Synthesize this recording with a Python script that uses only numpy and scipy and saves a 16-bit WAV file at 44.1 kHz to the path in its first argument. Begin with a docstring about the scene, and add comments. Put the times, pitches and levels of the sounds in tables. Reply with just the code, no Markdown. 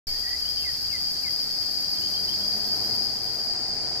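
"""Insects in a tropical clearing

A dense insect chorus rings near 5 kHz. High above it two insects, probably katydids, rasp by
scraping their wings. Distant birds give thin sliding whistles, and far off a motor vehicle gathers
speed and draws nearer over the hiss of the forest. A close pair of microphones hears it all."""
import sys
import numpy as np
from scipy import signal
from scipy.fft import rfft, irfft
from scipy.io import wavfile

SR = 44100
rng = np.random.default_rng(int(sys.argv[2]) if len(sys.argv) > 2 else 0)


def generate_wav(sig):
    """Save sig (samples, or channels by samples) to the path in sys.argv[1] as 16-bit PCM at SR."""
    pcm = np.round(np.clip(np.atleast_2d(sig).T, -1, 1) * 32767).astype(np.int16)
    wavfile.write(sys.argv[1], SR, pcm)


N = 176400
T = np.arange(N) / SR
HZ = np.maximum(np.fft.rfftfreq(N, 1 / SR), 1)


def from_db(db):
    """Turn decibels into a number to multiply by."""
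    return 10 ** (np.asarray(db) / 20)


def rms_one(x):
    """Scale a signal so that its average strength (rms) is 1."""
    return x / np.sqrt(np.mean(x ** 2) + 1e-20)


def in_time(rows):
    """Join rows that start with a time into smooth lines, one for each remaining column."""
    seconds, *columns = np.transpose(rows)
    return [np.interp(T, seconds, column) for column in columns]


def colour(points):
    """A gain for every frequency, drawn through (Hz, dB) points."""
    hz, db = np.transpose(points)
    return from_db(np.interp(np.log(HZ), np.log(hz), db))


def resonance(hz, width):
    """A gain for every frequency that lets through a narrow band around one pitch."""
    return 1 / (1 + (2 * (HZ - hz) / width) ** 2)


def pan(db):
    """Left and right gains that make the left side louder by db."""
    return from_db(np.array([[db], [-db]]) / 2)


def drift(rate):
    """A smooth random wobble of size about 1, changing about rate times a second."""
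    coarse = T[::14]
    hz = np.fft.rfftfreq(len(coarse), coarse[1])
    spectrum = rfft(rng.standard_normal(len(coarse))) / (1 + (hz / rate) ** 2) * (hz > 1)
    return np.interp(T, coarse, rms_one(irfft(spectrum, len(coarse))))


def noise(gain, likeness):
    """Stereo noise shaped by gain; likeness 0 makes the two sides unrelated, 1 the same."""
    mid, side = irfft(rfft(rng.standard_normal((2, N))) * gain, N)
    return rms_one(np.sqrt(1 + likeness) * mid + np.sqrt(1 - likeness) * side * [[1], [-1]])


# The voices of the chorus. Each row: pitch in Hz, width in Hz, relative level in dB, lean left in dB.
CHORUS_VOICES = [(4031, 158, -55.5, 1.3), (4138, 34, -58.7, 5.1), (4245, 95, -57.5, 0.7),
                 (4360, 45, -47.7, 3.1), (4397, 70, -48.3, 1.4), (4445, 51, -44.5, 1.8),
                 (4550, 163, -40.7, 2.7), (4645, 27, -48.6, 3.6), (4712, 30, -40.3, 5.3),
                 (4740, 50, -36, 3.9), (4794, 42, -35.3, 1.1), (4827, 28, -39.2, 3.7),
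                 (4851, 34, -38.2, 5.6), (4922, 46, -36.6, 2.2), (5011, 62, -48, 3.1), (5100, 60, -44, 2.3),
                 (5197, 95, -42.3, 0.2), (5312, 60, -49, 5.0), (5493, 150, -53, 3.1), (5605, 95, -53, 2.4),
                 (5720, 130, -56, -0.8), (5960, 573, -50.1, 0.1)]
# How the whole chorus swells and dips. Each row: time in seconds, change of level in dB.
CHORUS_SWELL = [(.1, -0.5), (1, -0.2), (2, 0.9), (2.6, 1.5), (3.02, 2), (3.12, -1), (4, -0.4)]


def chorus(throb_db=.6, throbs_per_s=8):
    """Each insect voice rings in its own narrow band and throbs by itself, blurred by the trees."""
    voices = np.zeros((2, N))
    for hz, width, db, pan_db in CHORUS_VOICES:
        level = from_db(db - .5 + throb_db * drift(throbs_per_s))
        voices += level * pan(pan_db) * noise(resonance(hz, width), likeness=.25)
    # A fine sizzle sits just above the voices.
    sizzle_band = colour([(4800, -26), (5400, -6), (6150, 27), (6400, -8), (7500, -11), (9000, -27)])
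    sizzle = from_db(-52.5) * noise(sizzle_band, likeness=0)
    swell_db, = in_time(CHORUS_SWELL)
    return ((voices + trills()) * pan(db=.5) + sizzle) * from_db(swell_db)


# Single insects in the chorus. Each row: pitch in Hz, relative level in dB, lean left in dB.
HELD_NOTES = [(4138, -63, 5), (4532, -48, -2), (4730, -42, 4), (4832, -40, 4), (4910, -39, 2.5),
              (4926, -44, 2), (4957, -48, 3), (5202, -50, 1), (5303, -52, 3), (5321, -52, 5),
              (5499, -62, 4), (5699, -61, -2)]


def trills(wander_hz=2, fade_db=1.5):
    """Nearer insects each hold a slightly wandering note, which fades differently at each microphone."""
    notes = np.zeros((2, N))
    for hz, db, pan_db in HELD_NOTES:
        phase = 2 * np.pi * np.cumsum(hz + wander_hz * drift(6)) / SR
        sides = [from_db(fade_db * drift(2.7)) * np.sin(phase + drift(3)) for _ in range(2)]
        notes += from_db(db + .9) * np.sqrt(2) * pan(pan_db) * sides
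    return notes


def stroke(cycles, width):
    """A wing stroke swells and fades at every whole cycle; its width is in cycles too."""
    return np.exp(-.5 * (((cycles + .5) % 1 - .5) / width) ** 2)


# The pace of the near katydid's wings. Each row: time in seconds, wing cycles done so far.
WING_CYCLES = [(.096, 0), (.606, 5), (.72, 6), (1.42, 13), (2.205, 21), (3.045, 30), (3.443, 34)]
# How loud it is. Each row: time in seconds, relative level in dB.
NEAR_LEVEL = [(.1, -42), (3.04, -41.5), (3.14, -45.5), (3.45, -45.5), (3.6, -67)]
# The tone of its rasp. Each row: frequency in Hz, relative strength in dB.
NEAR_RASP = [(7000, -40), (9000, -10), (10000, -6), (10600, 2.5), (11200, 1.5), (12400, 4.5), (13150, 5.5),
             (13600, 3.5), (14200, -3)]


def near_katydid(teeth_per_s=420):
    """A row of tiny teeth on the wing scrapes in long-short pairs of strokes until the insect stops."""
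    cycles, = in_time(WING_CYCLES)
    strokes = stroke(cycles - .032, width=.165) + from_db(-4) * stroke(cycles - .5, width=.095)
    uneven = strokes * from_db(drift(12))
    blurred = np.hypot(uneven, from_db(-5.5))  # the leaves fill the gaps between strokes
    level_db, = in_time(NEAR_LEVEL)
    grit_db = .5 * drift(teeth_per_s)
    return blurred * from_db(level_db + grit_db) * noise(colour(NEAR_RASP), likeness=.13) * pan(db=5)


# The tone of the far katydid's rasp. Each row: frequency in Hz, relative strength in dB.
FAR_RASP = [(9000, -29), (11000, -8), (12500, -3), (14200, 3)]


def far_katydid(strokes_per_s=13.8):
    """A second insect, farther off, scrapes its wings in even strokes."""
    strokes = stroke((T - 3.755) * strokes_per_s, width=.22)
    return strokes * from_db(-45.5) * noise(colour(FAR_RASP), likeness=.1) * pan(db=5)


def whistle(notes, ease=1.3, quavers_per_s=150):
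    """A bird's quavering notes slide fast at first, then ease onto their last pitch."""
    song = np.zeros(N + SR)
    quaver = np.resize(1 + .005 * drift(quavers_per_s), N + SR)
    for start, length, from_hz, to_hz, db in notes:
        progress = np.linspace(0, 1, int(length * SR))
        span = slice(int(start * SR), int(start * SR) + len(progress))
        slide = np.expm1(-ease * progress) / np.expm1(-ease)
        hz = (from_hz + (to_hz - from_hz) * slide) * quaver[span]
        fade = np.clip(np.minimum(progress, 1 - progress) / .16, 0, 1)  # soften both ends
        song[span] += from_db(db) * np.sin(np.pi / 2 * fade) * np.sin(2 * np.pi * np.cumsum(hz) / SR)
    return song[:N] * from_db(2 * drift(quavers_per_s))


def forest_echo(sound, fade_s):
    """Trunks and leaves scatter a sound into a tail that drops 60 dB in fade_s seconds."""
    decay = np.exp(-np.log(1000) * T[:SR] / fade_s)
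    tail = rms_one(rng.standard_normal((2, SR)) * decay) / np.sqrt(SR)
    return signal.fftconvolve(sound[None], tail, axes=1)[:, :N]


# The birds' notes. Each row: start in seconds, length in seconds, first pitch in Hz,
# last pitch in Hz, level in dB.
BIRD_NOTES = [(.066, .075, 2330, 2150, -53), (.132, .044, 1796, 1894, -46), (.231, .035, 2020, 1826, -43),
              (.26, .036, 1830, 2000, -39), (.299, .026, 1880, 1960, -39), (.330, .027, 1946, 2010, -37.5),
              (.449, .047, 2900, 3320, -40.5), (.568, .045, 3080, 3180, -37), (.610, .045, 2950, 2600, -48),
              (.644, .07, 2230, 1850, -39), (.895, .035, 3000, 2550, -47), (.920, .058, 2260, 1980, -40),
              (1.220, .035, 3000, 2450, -52), (1.243, .052, 2330, 1990, -40), (2.0, .115, 7800, 6100, -47),
              (2.012, .055, 2850, 3230, -41), (2.133, .048, 3030, 3270, -38),
              (2.277, .053, 2970, 3280, -36.5), (2.395, .055, 3100, 3350, -43)]


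def whistling_birds():
    """Thin whistles are smeared by the leaves on the way and echo through the forest."""
    song = whistle(BIRD_NOTES)
    smeared = song + from_db(-11) * forest_echo(song, fade_s=.07)
    return smeared * pan(db=-2.5) + from_db(-8) * forest_echo(song, fade_s=.5)


# How loud the chirping bird is. Each row: time in seconds, relative level in dB.
CHIRP_LEVEL = [(.1, -49), (1.5, -49), (2.5, -49), (3, -49.5), (3.4, -53)]


def chirping_bird(count=36, every_s=.1105, length_s=.042, from_hz=3090, to_hz=3280):
    """A farther bird, half lost in echo, repeats a faint rising chirp, never quite the same."""
    late, sharp, loud = rng.standard_normal((count, 3)).T
    starts = np.clip(.062 + every_s * np.arange(count) + .008 * late, 0, T[-1])
    tunings = 1 + .008 * sharp
    levels = np.interp(starts, *np.transpose(CHIRP_LEVEL)) + 1.3 * loud
    song = whistle([(start, length_s, from_hz * tuning, to_hz * tuning, db)
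                    for start, tuning, db in zip(starts, tunings, levels)])
    return from_db(-.5) * (song + forest_echo(song, fade_s=.3))


# The engine speeding up. Each row: time in seconds, firings per second, then the levels in dB
# of the tones at one, two and three times that rate.
ENGINE = [(.07, 60, -49, -67, -70), (.3, 69, -50, -63, -68), (.6, 72, -51, -60, -66),
          (1, 79, -54, -57, -60), (1.5, 86, -63, -58, -58), (2, 94, -56, -56, -59),
          (2.5, 102, -52, -49, -61), (3, 111, -51, -52, -59), (3.5, 119, -55, -60, -56),
          (4, 123, -53, -60, -59)]
# Its weaker tones. Each row: multiple of the firing rate, level in dB compared with the roar.
WEAK_TONES = [(.5, -14.5), (1.5, -21), (2.5, -34), (3.5, -18), (4, -14), (4.5, -18.5), (5.5, -20), (6, -21),
              (6.5, -19.5), (7, -18.5)]
# How loud the road roar is. Each row: time in seconds, level in dB.
ROAR_LEVEL = [(.1, -52.5), (.9, -53), (1.6, -50.5), (2.3, -47), (2.9, -43), (3.1, -46.5), (4, -43.5)]
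# The tone of the roar. Each row: frequency in Hz, relative strength in dB.
ROAR_TONE = [(25, -28.5), (100, -5.5), (180, 1.5), (300, 0), (420, 2), (510, -3), (730, 5), (900, -1.5),
             (1150, -8.5), (1600, -6.5), (2500, -12), (4000, -33)]


def vehicle(waver_db=2):
    """A far engine hums ever higher as it fires faster, over a dull roar that grows as it nears."""
    firing_hz, *main_levels = in_time(ENGINE)
    roar_db, = in_time(ROAR_LEVEL)
    phase = 2 * np.pi * np.cumsum(firing_hz * (1 + .0022 * drift(18))) / SR
    tones = list(enumerate(main_levels, 1)) + [(multiple, roar_db + db) for multiple, db in WEAK_TONES]
    hum = np.zeros(N)
    for multiple, db in tones:
        level = from_db(db + waver_db * drift(18))
        hum += level * np.sqrt(2) * np.sin(multiple * phase + rng.uniform(0, 2 * np.pi))
    roar = from_db(roar_db) * noise(colour(ROAR_TONE), likeness=.86)
    return (hum + roar) * pan(db=1.5)


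# The tone of the forest's hiss. Each row: frequency in Hz, relative strength in dB.
HISS_TONE = [(200, -1), (1000, -1), (1400, 1), (2000, 3.5), (2600, -2), (3600, -2.5), (4200, 2.5),
             (5800, 2), (6600, 5), (8000, 1), (9500, -1.5), (10500, -13), (14000, -6)]
# How loud the hiss is. Each row: time in seconds, level in dB.
HISS_LEVEL = [(.1, -44), (3.02, -43.5), (3.15, -44.5), (4, -44.5)]


def air():
    """The air rumbles low under the even hiss of the forest."""
    rumble_band = colour([(15, 2), (40, -4), (80, -1.5), (150, -5.5), (400, -15), (1000, -54)])
    rumble = from_db(-54) * noise(rumble_band, likeness=1) * pan(db=3.5)
    hiss_db, = in_time(HISS_LEVEL)
    hiss = from_db(hiss_db) * noise(colour(HISS_TONE), likeness=.1) * pan(db=.7)
    return rumble + hiss


def scene(left_lag_s=.0001188):
    """Everything together, reaching the left microphone a moment after the right."""
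    insects = chorus() + near_katydid() + far_katydid()
    left, right = insects + whistling_birds() + chirping_bird() + vehicle() + air()
    return np.array([np.interp(T - left_lag_s, T, left), right])


def record(dry, start_s=.069, thump_decay_s=.06, cutoff_hz=14200):
    """After a short silence the sound opens with a soft thump as the input settles; the top is cut."""
    thump = from_db(-32) * np.exp(-np.maximum(T - start_s, 0) / thump_decay_s)
    fade_in = np.clip((T - start_s) / .002, 0, 1)
    steep_lowpass = signal.ellip(12, .1, 75, cutoff_hz, fs=SR, output="sos")
    return signal.sosfilt(steep_lowpass, (dry + thump) * fade_in)


dry = scene()
out = record(dry)
generate_wav(out)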